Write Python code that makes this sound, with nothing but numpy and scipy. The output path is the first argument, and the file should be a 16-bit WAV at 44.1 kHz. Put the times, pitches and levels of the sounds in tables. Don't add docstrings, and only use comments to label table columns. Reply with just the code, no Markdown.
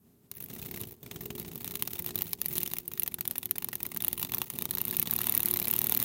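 import sys
import numpy as np
from scipy import signal
from scipy.fft import rfft, irfft
from scipy.io import wavfile
from scipy.ndimage import uniform_filter1d

SR = 44100
rng = np.random.default_rng(int(sys.argv[2]) if len(sys.argv) > 2 else 0)


def wav_out(sig):
    wavfile.write(sys.argv[1], SR, np.round(np.clip(np.atleast_2d(sig).T, -1, 1) * 32767).astype(np.int16))


N = 266364
CONTACT_S = .005
AGE = np.arange(1536) / SR
CUTOFF_HZ = 16500

# time in seconds, level in dB.
DRAUGHT = [(0.0, -74), (0.05, -64.5), (0.2, -67.5), (0.5, -48.5), (0.84, -45), (0.99, -63), (1.04, -51),
           (1.21, -46), (1.97, -50.5), (2.17, -45), (2.37, -55), (2.49, -49), (2.51, -44), (2.84, -54.5),
           (3.33, -51), (3.35, -54.5), (4.41, -47.5), (4.49, -60), (4.54, -47), (6.04, -45)]
# frequency in Hz, relative density in dB per Hz.
BRUSH_COLOUR = [(4400, -59), (7500, -19), (8500, -13), (9500, 1.5), (12000, 5.5), (12800, 9.5), (15000, 14),
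                (15800, 13), (16400, -62)]
# frequency in Hz, relative density in dB per Hz.
MEMBRANE_COLOUR = [(300, -14.5), (520, -1.5), (800, 1), (1200, -0.5), (1550, -3.5), (1900, 1), (2900, 3.5),
                   (3200, 0), (3550, 4), (4200, 1), (4800, -3), (6800, 1.5), (7500, -2), (8500, 0.5),
                   (11000, -12)]


def from_db(db):
    return 10 ** (np.asarray(db) / 20)


def rms_one(x):
    return x / np.sqrt(np.mean(x ** 2) + 1e-20)


def in_time(rows):
    s, *columns = np.transpose(rows)
    return [np.interp(np.arange(N) / SR, s, column) for column in columns]


def coloured(x, points):
    hz, db = np.transpose(points)
    grid = np.maximum(np.fft.rfftfreq(8192, 1 / SR), 1)
    gain = from_db(np.interp(np.log(grid), np.log(hz), db))
    cepstrum = irfft(np.log(gain))
    half = len(cepstrum) // 2
    cepstrum[1:half] *= 2
    cepstrum[half + 1:] = 0
    response = irfft(np.exp(rfft(cepstrum)))[:min(half, x.shape[-1])]
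    filtered = signal.fftconvolve(np.atleast_2d(x), response[None], axes=1)
    return filtered[:, :x.shape[-1]].reshape(x.shape)


def resonance(x, hz, width_hz):
    r = np.exp(-np.pi * width_hz / SR)
    numerator = np.array([1, 0, -1]) * (1 - r * r) / 2
    return signal.lfilter(numerator, [1, -2 * r * np.cos(2 * np.pi * hz / SR), r * r], x)


def grains(shape, uneven_db):
    size_db = uneven_db * np.clip(rng.standard_normal(shape), -2, 2)
    return rms_one(rng.standard_normal(shape) * from_db(size_db))


def placed(sounds, times, levels_db):
    out = np.zeros(N + 2 * len(AGE))
    for sound, s, db in zip(sounds, times, levels_db):
        at = max(round(s * SR), 0)
        contact_rms = np.sqrt(np.sum(sound ** 2) / (CONTACT_S * SR))
        out[at:at + len(AGE)] += from_db(db) * sound / contact_rms
    return out[:N]


def struck_spots(sounds, low_hz, high_hz, width_hz, gain_db):
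    centres = np.minimum(low_hz * (high_hz / low_hz) ** rng.random(len(sounds)), CUTOFF_HZ)
    return [x + from_db(gain_db) * resonance(x, hz, width_hz) for x, hz in zip(sounds, centres)]


def contacts():
    # time in seconds, then crackle, membrane and backstroke level in dB.
    wing_beats = [(0.3136, -35.5, -43, -68), (0.4241, -39, -55, -49), (0.8125, -33.5, -45, -43),
                  (1.3972, -33.5, -44.5, -44), (1.5561, -35, -46.5, -48), (1.7539, -30.5, -34, -46),
                  (1.8225, -24, -32, -63), (1.8745, -30.5, -35.5, -50), (1.9324, -34, -39, -55),
                  (2.0614, -28.5, -38, -41), (2.1554, -25, -37, -43), (2.1879, -30, -39, -41),
                  (2.2189, -23.5, -36.5, -41), (2.331, -25.5, -32.0, -52), (2.4148, -24.5, -34.0, -58),
                  (2.4581, -25, -35.5, -49), (2.5538, -33, -37, -44), (2.5799, -24, -32.5, -42),
                  (2.6308, -25, -36, -40), (2.6752, -32.5, -39, -36), (2.7346, -27.5, -34.5, -41),
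                  (2.7836, -28.5, -38.5, -39.5), (2.8784, -29.5, -50.5, -53), (2.9351, -33.5, -44.5, -43),
                  (2.996, -22.5, -39, -42), (3.0322, -23.5, -40, -40), (3.0762, -26.5, -36.5, -41),
                  (3.1411, -28, -38.5, -50), (3.208, -26.5, -36, -43.5), (3.2762, -24, -39.5, -40),
                  (3.3096, -27.5, -38.5, -56), (3.3802, -25.5, -40.0, -37.5), (3.4557, -28, -40.5, -38.5),
                  (3.5095, -21, -35.5, -55), (3.5815, -27, -38, -40.5), (3.6439, -27, -40, -39.5),
                  (3.6856, -31.5, -39, -61), (3.7532, -28.5, -40, -35.5), (3.8296, -26.5, -42, -41.5),
                  (3.8636, -30.5, -46, -41), (3.9452, -35, -49, -40.5), (3.971, -26.5, -40.5, -40.5),
                  (4.0214, -27.5, -41.5, -38), (4.046, -23.5, -37.5, -42.5), (4.0806, -21, -36.5, -45),
                  (4.1286, -26, -37.5, -50), (4.2273, -26, -33.5, -36), (4.2475, -33, -37, -64),
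                  (4.3187, -30, -38.5, -44), (4.3455, -24, -36, -36), (4.3818, -27.5, -39.5, -46),
                  (4.4163, -26, -31.5, -52), (4.5004, -31, -38.5, -55), (4.5866, -28.5, -38, -47.5),
                  (4.6211, -27.5, -37.5, -44), (4.6534, -28, -36.5, -53), (4.7084, -25, -36, -48),
                  (5.0721, -32.5, -34, -42)]
    # first and last beat in seconds, beats per second,
    # then crackle, membrane and backstroke level in dB.
    rattles = [(1.644, 1.709, 30, -34, -40.5, -52), (4.751, 4.814, 32, -26.5, -39.5, -41.5),
               (4.851, 4.909, 34, -28, -41, -46), (4.967, 5.026, 34, -22.5, -39, -44.5),
               (5.109, 5.241, 38, -25, -39, -41.5), (5.268, 5.538, 37, -22.5, -37, -43),
               (5.570, 5.681, 36, -26, -38.5, -38), (5.710, 6.026, 38, -23, -35.5, -41.5)]
    # first and last beat in seconds, beats per second, then crackle and membrane
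    # level in dB.
    flutters = [(0.367, 0.438, 28, -40, -51), (0.500, 0.685, 32, -47.5, -47.5),
                (0.711, 0.834, 32, -42, -43.5), (0.870, 0.920, 20, -42, -54), (1.029, 1.061, 31, -46, -50),
                (1.111, 1.351, 21, -39.5, -43), (1.381, 1.513, 30, -58, -47), (1.954, 1.996, 24, -41, -44),
                (2.072, 2.106, 59, -39, -41), (2.255, 2.292, 27, -44, -50),
                (2.482, 2.532, 40, -31.5, -47.5), (4.176, 4.213, 54, -33, -39.5),
                (4.536, 4.552, 62, -38, -51), (4.926, 4.939, 77, -38, -40)]
    hits = np.vstack([wing_beats, beats(rattles)])
    hits = hits[np.argsort(hits[:, 0])]
    return hits, np.vstack([backstrokes(hits), beats(flutters)])


def beats(runs, jitter_s=.0003, spread_db=2.16):
    rows = []
    for first, last, per_s, *levels_db in runs:
        count = round((last - first) * per_s) + 1
        rows += [(s, *levels_db) for s in np.linspace(first, last, count)]
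    rows = np.array(rows)
    chance = rng.standard_normal(rows.shape)
    times = rows[:, 0] + jitter_s * chance[:, 0]
    return np.column_stack([times, rows[:, 1:] + spread_db * chance[:, 1:]])


def backstrokes(hits, lead_share=.36, lead_max_s=.029, pause_s=.09):
    parts_db = (3, 0.5)
    s, _, _, backstroke_db = hits.T
    beat_s = np.diff(s)
    lead = np.minimum(lead_share * beat_s, lead_max_s)
    touches = np.column_stack([s[1:] - lead, backstroke_db[1:, None] + np.array(parts_db)])
    return touches[beat_s < pause_s]


def snaps(hits):
    # frequency in Hz, relative density in dB per Hz.
    snap_colour = [(4400, -69), (7500, -40), (8400, -15.5), (10600, -1.5), (13500, 3), (15200, 3),
                   (16100, -10), (16800, -16)]
    s, crackle_db, membrane_db, _ = hits.T
    veins = snap_sounds(len(s), snap_colour, click_db=3.0, t60=0.014, uneven_db=2.5, bend_db=-4.0)
    veins = struck_spots(veins, 10800, 16500, width_hz=5900, gain_db=4.5)
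    membrane = snap_sounds(len(s), MEMBRANE_COLOUR, click_db=-4.0, t60=0.02, uneven_db=3.0, bend_db=-6.5)
    membrane = struck_spots(membrane, 2840, 6200, width_hz=740, gain_db=-1.0)
    return np.array([placed(veins, s, crackle_db), placed(membrane, s, membrane_db)])


def snap_sounds(count, colour, click_db, t60, uneven_db, bend_db, bend_s=.0012):
    since = AGE - bend_s
    bending = from_db(bend_db) * (AGE / bend_s) ** 2
    springing_back = from_db(-60 * np.abs(since) / t60)
    slips = grains((count, len(AGE)), uneven_db) * np.where(since < 0, bending, springing_back)
    slips /= np.sqrt(np.sum(slips ** 2, axis=1, keepdims=True))
    slips[:, round(bend_s * SR)] = from_db(click_db + rng.normal(0, 0.97, count))
    return coloured(slips, colour)


def brushes(touches):
    s, crackle_db, membrane_db = touches.T
    veins = brush_sounds(len(s), BRUSH_COLOUR, rise_s=0.00098, t60=0.029, uneven_db=15.0)
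    veins = struck_spots(veins, 9400, 14000, width_hz=1200, gain_db=5.0)
    membrane = brush_sounds(len(s), MEMBRANE_COLOUR, rise_s=0.0013, t60=0.023, uneven_db=0.5)
    membrane = struck_spots(membrane, 1540, 4160, width_hz=410, gain_db=6.0)
    return np.array([placed(veins, s, crackle_db), placed(membrane, s, membrane_db)])


def brush_sounds(count, colour, rise_s, t60, uneven_db):
    pressure = (1 - np.exp(-(AGE / rise_s) ** 2)) * from_db(-60 * AGE / t60)
    return coloured(grains((count, len(AGE)), uneven_db) * pressure, colour)


def rustle(per_s=150, t60=0.017, bed=0.11):
    # time in seconds, vein level in dB.
    rustle_curve = [(0, -84), (0.29, -95), (0.34, -53), (0.69, -44.5), (0.92, -52), (0.99, -74), (1.1, -55),
                    (1.3, -52), (2.07, -42.5), (2.24, -44), (2.39, -55.5), (2.57, -38), (2.82, -54),
                    (3.8, -58.5), (4.36, -46.5), (4.49, -52), (4.58, -55), (4.83, -46.5), (6.04, -41.5)]
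    level_db, = in_time(rustle_curve)
    touches = (rng.random(N) < per_s / SR) * rng.random(N)
    fading = signal.lfilter([1], [1, -from_db(-60 / (t60 * SR))], touches + 1e-18)
    clumps = rms_one(bed + rms_one(fading))
    veins = rms_one(coloured(grains(N, uneven_db=17.0) * clumps, BRUSH_COLOUR))
    membrane = rms_one(coloured(grains(N, uneven_db=3.5) * clumps, MEMBRANE_COLOUR))
    return np.array([from_db(level_db) * veins, from_db(level_db - 8.5) * membrane])


def wing_sound(hits, touches):
    # time in seconds, level in dB.
    grip = [(0, -28), (1.4, -4), (2.6, -28), (3.3, -10.5), (4.3, 1.5), (6.04, -3.5)]
    # frequency in Hz, width in Hz.
    wing_modes = [(930, 520), (3900, 650)]
    veins, membrane = snaps(hits) + brushes(touches) + rustle()
    grip_db, = in_time(grip)
    low_mode, high_mode = (resonance(membrane, hz, width_hz) for hz, width_hz in wing_modes)
    modes = low_mode + from_db(-11.5) * high_mode
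    return veins + from_db(-1.5) * membrane + from_db(grip_db) * modes


def air(times, puff_s=0.0011, eddies_db=6.0, eddy_t60=0.078, bed=0.63):
    # frequency in Hz, relative density in dB per Hz.
    air_colour = [(15, -24), (35, -31), (60, -4.5), (72, -5.5), (85, -2.5), (150, 0.5), (230, -2.5),
                  (300, -5.5), (420, -6), (510, -14.5), (750, -18.5), (1300, -28.5)]
    # frequency in Hz, gain in dB.
    room_modes = [(119.5, -1.5), (172, 3.5), (207, -7), (231, 7), (259, 1.5)]
    level_db, = in_time(DRAUGHT)
    strengths_db = rng.normal(0, 1.03, len(times))
    puffs = placed([-AGE * np.exp(-AGE / puff_s)] * len(times), times, strengths_db)
    wake = bed + rms_one(placed([from_db(-60 * AGE / eddy_t60)] * len(times), times, strengths_db))
    eddies = rms_one(coloured(wake * rng.standard_normal(N), air_colour))
    flow = rms_one(coloured(puffs, air_colour)) + from_db(eddies_db) * eddies
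    running_rms = np.sqrt(uniform_filter1d(flow ** 2, size=4000) + 1e-9)
    flutter = from_db(level_db) * flow / running_rms
    return flutter + sum(from_db(db) * resonance(flutter, hz, width_hz=4) for hz, db in room_modes)


def hum(waver=0.62, ring_s=0.04):
    # time in seconds, lower and upper tone level in dB.
    hum_curve = [(0, -14, -8.5), (0.8, -15, -16), (1.15, -10, -8), (2.1, -7, -12), (2.6, -8, -15.5),
                 (3.4, -8.5, -16), (5.05, -7.5, -23.5), (6.04, -9, -14)]
    tones_hz = (357.6, 410.4)
    draught_db, = in_time(DRAUGHT)
    keep = np.exp(-1 / (ring_s * SR))
    drive = signal.lfilter([1 - keep], [1, -keep], from_db(draught_db))
    knots = np.linspace(0, N / SR, num=60)
    tones = 0
    for hz, level_db in zip(tones_hz, in_time(hum_curve)):
        along, across = in_time(np.column_stack([knots, rng.standard_normal((len(knots), 2))]))
        phase = 2 * np.pi * hz * np.arange(N) / SR
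        tone = (1 + waver * along) * np.sin(phase) + waver * across * np.cos(phase)
        tones = tones + from_db(level_db) * rms_one(tone)
    return drive * tones


def room(x, t60=0.044, wet_db=-17.0):
    age = np.arange(SR // 3) / SR
    tail = rng.standard_normal(len(age)) * from_db(-60 * age / t60) * (age > .004)
    tail /= np.sqrt(np.sum(tail ** 2))
    tail = signal.sosfilt(signal.butter(1, 7000, fs=SR, output="sos"), tail)
    return from_db(wet_db) * signal.fftconvolve(x, tail)[:N]


def ambience(level_db=-68.5):
    # frequency in Hz, relative density in dB per Hz.
    ambience_colour = [(18, -80), (30, -38), (75, -1.5), (233, 3.5), (295, -24), (415, -15), (499, -40),
                       (937, -17.5), (4780, -44), (14000, -14), (16000, -26)]
    return from_db(level_db) * rms_one(coloured(rng.standard_normal(N), ambience_colour))


def scene():
    hits, touches = contacts()
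    wings = wing_sound(hits, touches)
    strokes = np.concatenate([hits[:, 0], touches[:, 0]])
    return (wings + room(wings) + air(strokes) + hum() + ambience())[None]


def record(dry):
    return signal.sosfilt(signal.ellip(10, .2, 80, CUTOFF_HZ, fs=SR, output="sos"), dry)


dry = scene()
out = record(dry)
wav_out(out)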